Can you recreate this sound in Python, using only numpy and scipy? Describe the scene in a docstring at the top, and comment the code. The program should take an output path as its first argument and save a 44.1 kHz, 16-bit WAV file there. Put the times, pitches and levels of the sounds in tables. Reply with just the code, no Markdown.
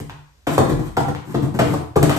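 """An empty cardboard box is kicked and tumbles over the hard floor of a bare storeroom. After a faint knock at
the very start and a heel click come the blows: each pushes air, booms in the hollow, knocks the walls and
crackles the board; the heaviest add a falling thud as a wall bends in, flat faces smack, and the box scuffs. A
second heel click falls midway; two strong blows and a weaker one end the tumble, then the flaps rattle. Struck
modes and shaped noise make the sounds; decaying noise makes the room, over a quiet noise floor."""
import sys
import numpy as np
from scipy import signal
from scipy.fft import rfft, irfft
from scipy.io import wavfile
from scipy.ndimage import uniform_filter1d, map_coordinates

SR = 44100
rng = np.random.default_rng(int(sys.argv[2]) if len(sys.argv) > 2 else 0)


def pcm_store(signal):
    """Save signal as 16-bit PCM."""
    levels = np.round(np.clip(np.atleast_2d(signal), -1, 1) * 32767)
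    wavfile.write(sys.argv[1], SR, levels.astype(np.int16).T)


N = 96446

CRACKLE_GRAIN_DB = 4.5  # unevenness of the grains in every contact
EVENT_S = 0.5  # length of buffer for one event


def undb(db):
    """Decibels to amplitude ratio."""
    return 10 ** (np.asarray(db) / 20)


def on_log(hz, table, column=1):
    """Reads a table along a log-frequency axis."""
    table = np.array(table, float)
    return np.interp(np.log(np.maximum(hz, 1)), np.log(table[:, 0]), table[:, column])


def seconds(length_s):
    """Time axis [s]."""
    return np.arange(int(length_s * SR)) / SR


def fade(t, t60_s):
    """Exponential decay, down 60 dB at t60_s."""
    return np.exp(-np.log(1000) * t / max(t60_s, 1e-3))


def response(gain_db, size=8192):
    """Minimum-phase impulse response, by folding the cepstrum, of a gain [dB] over frequency."""
    hz = np.arange(size // 2 + 1) * SR / size
    cepstrum = irfft(np.log(undb(gain_db(hz))))
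    cepstrum[1:size // 2] *= 2
    cepstrum[size // 2 + 1:] = 0
    return irfft(np.exp(rfft(cepstrum)))


def through(x, impulse_response):
    """Convolution cut to the input length."""
    return signal.fftconvolve(x, impulse_response)[:len(x)]


def colour(x, table):
    """Filters by a table of gain over frequency."""
    return through(x, response(lambda hz: on_log(hz, table)))


def level(x, db):
    """Scales steady sound to an RMS level."""
    return x * undb(db) / np.std(x)


def strength(x, db):
    """Scales an event to the energy of 25 ms at this RMS level."""
    energy_span_s = 0.025
    return x * undb(db) * np.sqrt(energy_span_s * SR / np.sum(x ** 2))


def grains(t, spread_db, size=24):
    """Noise broken into half-millisecond grains of uneven size."""
    draws = np.minimum(rng.exponential(size=len(t) // size + 1), 4)
    sizes = np.repeat(draws, size)[:len(t)]
    return level(rng.standard_normal(len(t)) * undb(spread_db * sizes), 0)


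def even(x):
    """Flattens the spectrum of a burst, so that it sounds dry and unpitched; keeps the first half."""
    flat = irfft(np.exp(1j * np.angle(rfft(x))), len(x))
    return flat * (np.arange(len(x)) < len(x) / 2)


def ring(t, modes):
    """Decaying modes of alternating sign; the box flexes, so their tuning differs from blow to blow."""
    scatter = 0.033  # standard deviation, share of the frequency
    total = np.zeros(len(t))
    for k, (hz, db, t60_s) in enumerate(modes):
        tuned_hz = hz * (1 + scatter * rng.standard_normal())
        total += (-1) ** k * undb(db) * fade(t, t60_s) * np.sin(2 * np.pi * tuned_hz * t)
    return total


def add(track, start_s, x):
    """Mixes an event into the track, cut at its end."""
    i = max(int(start_s * SR), 0)
    track[i:i + len(x)] += x[:max(N - i, 0)]


def blow(knock_db, wall_hz, boom_db, air_db, crackle_db, crumple_s):
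    """One contact: a push and a short crumple drive the walls; the hollow booms and the board crackles."""
    # modes of the walls: (nominal frequency [Hz], relative level [dB], t60 [s])
    wall_modes = [(293, -1, 0.14), (363.2, 0, 0.093), (423, -1, 0.047), (477, 1.5, 0.057), (667, 0, 0.046),
                  (801, -1.5, 0.06), (1023, -6.5, 0.043), (1147, -8.5, 0.051), (1330, -2.5, 0.042)]
    # modes of the hollow: (nominal frequency [Hz], relative level [dB], t60 [s])
    hollow_modes = [(87.2, -1.5, 0.15), (117.2, 1, 0.1), (146.8, 3, 0.18), (223.7, -2, 0.089),
                    (290.8, -10, 0.37)]
    # colour of the knocked board: (frequency [Hz], relative gain [dB])
    board_colour = [(120, -14), (300, 4.5), (700, 0.5), (1200, -0.5), (1700, -7), (6000, -18),
                    (14000, -33.5)]
    # colour of the crackle: (frequency [Hz], relative gain [dB])
    crackle_colour = [(500, 4.5), (1900, 6), (5500, -4.5), (8500, 4.5), (13000, 0), (15500, -41)]
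    # trims added to the levels of each blow
    wall_trim_db, board_trim_db, boom_trim_db, air_trim_db, crackle_trim_db = -10, -11, -5, -11.5, 1
    wall_spread_oct, crumple_share, rise_share = 0.51, 0.71, 0.22
    board_t60_s, crackle_t60_s, boom_rise_t60_s = 0.025, 0.029, 0.028
    air_hz, air_t60_s = 50.7, 0.15
    t = seconds(EVENT_S)

    # the crumple builds over a share of its time
    rise = 1 - np.exp(-t / max(rise_share * crumple_s, 1e-4))
    crumpling = rise * np.exp(-t / max(crumple_s, 1e-3))
    crumple = grains(t, CRACKLE_GRAIN_DB) * crumpling
    push = t == 0
    force = push + crumple_share * crumple / np.linalg.norm(crumple)

    def struck_db(hz):
        """Modes near the pitch of the struck wall respond most."""
        octaves = np.log2(np.maximum(hz, 1) / wall_hz)
        return -10 * np.log10(1 + (octaves / wall_spread_oct) ** 2)

    struck_modes = [(hz, db + struck_db(hz), t60_s) for hz, db, t60_s in wall_modes]
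    walls = rise * through(force, ring(t, struck_modes))

    board_noise = grains(t, CRACKLE_GRAIN_DB) * rise * fade(t, board_t60_s + 2 * crumple_s)
    board = through(board_noise, response(lambda hz: on_log(hz, board_colour) + struck_db(hz)))

    crackle_envelope = crumpling + rise * fade(t, crackle_t60_s)
    crackle = colour(even(grains(t, CRACKLE_GRAIN_DB) * crackle_envelope), crackle_colour)

    air = ring(t, [(air_hz, 0, air_t60_s)]) * (1 - fade(t, air_t60_s)) ** 2
    # the hollow swells after the contact
    boom = ring(t, hollow_modes) * (1 - fade(t, boom_rise_t60_s))
    return (strength(walls, knock_db + wall_trim_db)
            + strength(board, knock_db + board_trim_db)
            + strength(boom, boom_db + boom_trim_db)
            + strength(air, air_db + air_trim_db)
            + strength(crackle, crackle_db + crackle_trim_db))


def thud(hz, sag_oct_per_s, db, swell_s):
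    """A wall bending under a heavy blow: a sine that swells and dies while its pitch falls."""
    t = seconds(EVENT_S)
    falling_hz = hz * 2 ** (-abs(sag_oct_per_s) * t)
    phase = 2 * np.pi * np.cumsum(falling_hz) / SR
    return strength(t * np.exp(-t / swell_s) * np.sin(phase), db)


def tap(db, t60_s):
    """A hard, dry contact: a burst of gritty noise that dies fast."""
    # colour of the contact: (frequency [Hz], relative gain [dB])
    clack_colour = [(400, -7.5), (900, 9), (1700, 1.5), (3000, -4), (5000, -15.5), (14000, -23)]
    t = seconds(EVENT_S)
    burst = even(grains(t, CRACKLE_GRAIN_DB) * fade(t, t60_s))
    return strength(colour(burst, clack_colour), db)


def scuff(length_s, hiss_db, rumble_db):
    """Board rubbing on the floor: a grainy hiss over the shudder of the box, both following the pressure."""
    # colour of the rubbing: (frequency [Hz], relative gain [dB])
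    hiss_colour = [(400, 2), (1200, 20.5), (5500, 2.5), (8500, 11), (13000, 7), (15500, -21)]
    # colour of the shudder: (frequency [Hz], relative gain [dB])
    rumble_colour = [(40, -45.5), (85, -10.5), (145, 20), (200, 1), (300, 12.5), (550, -13), (1100, -3.5),
                     (2500, -65.5)]
    grain_db = -3.5
    rise_share, fall_share = 0.74, 0.12  # of the length
    t = seconds(EVENT_S)
    pressure = np.minimum(t / rise_share, (length_s - t) / fall_share) / length_s
    hiss = level(colour(grains(t, grain_db), hiss_colour), hiss_db)
    rumble = level(colour(grains(t, grain_db), rumble_colour), rumble_db)
    return np.clip(pressure, 0, 1) * (hiss + rumble)


def rattle(count=8):
    """Loose flaps chattering: dry ticks at uneven gaps, each weaker than the last."""
    start_s, decay_s, first_db, tick_t60_s = 2.095, 0.054, -28, 0.006
    track, after_s = np.zeros(N), 0
    for gap_s in rng.uniform(.5, 2, count) / 72:
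        add(track, start_s + after_s, np.exp(-after_s / decay_s) * tap(first_db, tick_t60_s))
        after_s += gap_s
    return track


def quiet():
    """Steady background: coloured noise."""
    # colour of the background: (frequency [Hz], relative gain [dB])
    quiet_colour = [(25, -59), (58, 12), (110, -13.5), (1500, -22.5), (13000, -29.5), (15500, -56)]
    return level(colour(rng.standard_normal(N), quiet_colour), -60.5)


def echoes(count=14):
    """Left and right response of the room: a dense noise tail that dies band by band."""
    # the room by band: (frequency [Hz], t60 [s], level against direct sound [dB], left-right likeness [0-1])
    room_bands = [(58.5, 0.91, 1, 0.75), (157, 0.34, 3, 0.95), (378, 0.38, -1, 0.18),
                  (920, 0.48, 1.5, 0.04), (2390, 0.53, 0.5, 0), (5270, 0.37, 6, 0), (8840, 0.38, 0, 0),
                  (14600, 0.42, -5, 0.4)]
    build_s, delay_s = 0.00059, 0.0034
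    t = seconds(.8)
    hz = np.maximum(np.arange(len(t) // 2 + 1) * SR / len(t), 1)
    centres_hz = np.geomspace(40, 16000, count)
    noise, tail = rfft(rng.standard_normal((2, len(t)))), 0
    for k, centre_hz in enumerate(centres_hz):
        band = np.interp(np.log(hz), np.log(centres_hz), np.arange(count) == k)
        envelope = fade(t, on_log(centre_hz, room_bands)) * np.clip((t - delay_s) / build_s, 0, 1)
        shaped = irfft(noise * band, len(t)) * envelope
        mid, side = (v * np.sqrt(band.mean() / np.sum(v ** 2)) for v in shaped)
        alike = np.clip(on_log(centre_hz, room_bands, 3), 0, 1)
        common = np.sqrt((1 + alike) / 2) * mid
        opposed = np.sqrt((1 - alike) / 2) * side * np.array([[1], [-1]])
        tail = tail + undb(on_log(centre_hz, room_bands, 2)) * (common + opposed)
    return tail


def diffuse(x, size=13, count=71):
    """Evens out the narrow peaks of an echo, so that no single room mode hums on."""
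    spectrum = rfft(x)

    def smooth(bins):
        power = uniform_filter1d(uniform_filter1d(abs(spectrum) ** 2, bins), bins)
        return np.maximum(power, 1e-12)

    flattened = irfft(spectrum * np.sqrt(smooth(count) / smooth(size)), len(x))
    return flattened[:len(x) * 3 // 4]


def storeroom(dry, count=5):
    """Direct sound plus echoes, whose pattern changes as the box moves from spot to spot."""
    out = 0
    place = np.linspace(0, count - 1, N)
    for spot in range(count):
        near = np.sqrt(np.maximum(1 - abs(place - spot), 0))
        out = out + np.array([through(dry * near, diffuse(ear)) for ear in echoes()])
    return dry + out


def scene():
    """Places the contacts, scuffs and rattle in time over the background, then rings the room."""
    # blows on the box: (time [s], wall knock [dB], pitch of struck wall [Hz], hollow boom [dB],
    # air push [dB], crackle [dB], crumpling time [s]); levels before the trims in blow
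    blows = [(0.001, -28, 290, -26.5, -33, -46, 0.0019), (0.469, -13, 550, -24, -48, -39.5, 0.011),
             (0.579, -5.5, 590, -11.5, -18, -32.5, 0.0043), (0.693, -16.5, 257, -20, -30, -42.5, 0.012),
             (0.718, -18, 290, -17, -15, -52, 0.012), (0.79, -19.5, 272, -23.5, -34, -50, 0.025),
             (0.97, -10.5, 880, -20, -37, -39, 0.0035), (1.003, -25.5, 744, -19, -32, -44, 0.0056),
             (1.082, -18.5, 510, -21, -44, -47, 0.009), (1.343, -14, 254, -18.5, -27, -47, 0.013),
             (1.421, -25, 684, -18, -43, -47, 0.024), (1.54, -18, 266, -20, -39, -45.5, 0.027),
             (1.590, -9, 650, -15, -39, -34.5, 0.011), (1.607, -11, 308, -14, -37, -64, .006),
             (1.733, -15, 644, -21.5, -43, -41.5, 0.013), (1.960, -12, 810, -11.5, -28, -36, 0.0065),
             (2.027, -11, 590, -11.5, -30, -27.5, 0.0043), (2.094, -14, 790, -35, -36, -34.5, 0.014),
             (2.162, -22.5, 393, -18.5, -37, -34, 0.014)]
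    # heavy blows bending a wall: (time [s], starting pitch [Hz], sag [octaves/s], level [dB], swell [s])
    thuds = [(0.579, 677, 50.5, -13, 0.0097), (0.970, 799.3, 0.43, -19, 0.0091),
             (1.589, 703, 5.9, -22, 0.0073), (1.960, 516, 29.1, -13, 0.0047),
             (2.027, 493, 74, -17.5, 0.0043)]
    # broad faces of board against shoe or floor: (time [s], level [dB], t60 [s])
    smacks = [(0.468, -27, 0.11), (.580, -29, 0.028), (0.968, -31, 0.032), (1.589, -24.5, 0.073),
              (1.957, -33, 0.037)]
    # box sliding, flaps brushing: (time [s], length [s], full-pressure hiss [dB], full-pressure rumble [dB])
    scuffs = [(0.481, 0.081, -34, -23), (0.672, 0.035, -36, -25), (0.807, 0.083, -45.5, -33.5),
              (1.229, 0.11, -46.5, -31.5), (1.358, 0.11, -48.5, -26.5), (1.60, 0.15, -41, -25),
              (2.051, 0.28, -42, -28.5)]
    # heel clicks on the floor: (time [s], level [dB])
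    heels = [(0.096, -39), (1.149, -36.5)]
    dry = np.zeros(N)
    for source, events in ((blow, blows), (thud, thuds), (tap, smacks), (scuff, scuffs)):
        for start_s, *settings in events:
            add(dry, start_s, source(*settings))
    for start_s, db in heels:
        add(dry, start_s, tap(db, t60_s=0.025))
    return storeroom(dry + rattle() + quiet())


def record(dry):
    """Two close ports of unlike colour, the left later; a treble notch, rounded peaks and a steep top."""
    # left minus right: (frequency [Hz], level difference [dB])
    lean = [(50, -0.5), (110, -2.5), (180, 6), (290, 6.5), (450, 6), (700, 0), (2500, 3), (7000, 0.5)]
    notch_hz, notch_width_hz, notch_depth_db = 10500, 460, -26
    port_lag_ms, peak_limit, top_hz = 0.155, 0.95, 15400

    def port(x, side):
        def gain_db(hz):
            notch_db = notch_depth_db * np.exp(-((hz - notch_hz) / notch_width_hz) ** 2)
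            return notch_db + side * on_log(hz, lean) / 2
        return through(x, response(gain_db))

    left, right = port(dry[0], 1), port(dry[1], -1)
    left = map_coordinates(left, [np.arange(N) - port_lag_ms * SR / 1000], order=5)
    both = np.array([left, right])
    both = both / (1 + (both / peak_limit) ** 6) ** (1 / 6)
    return signal.sosfilt(signal.ellip(8, .2, 70, top_hz, fs=SR, output="sos"), both)


dry = scene()
out = record(dry)
pcm_store(out)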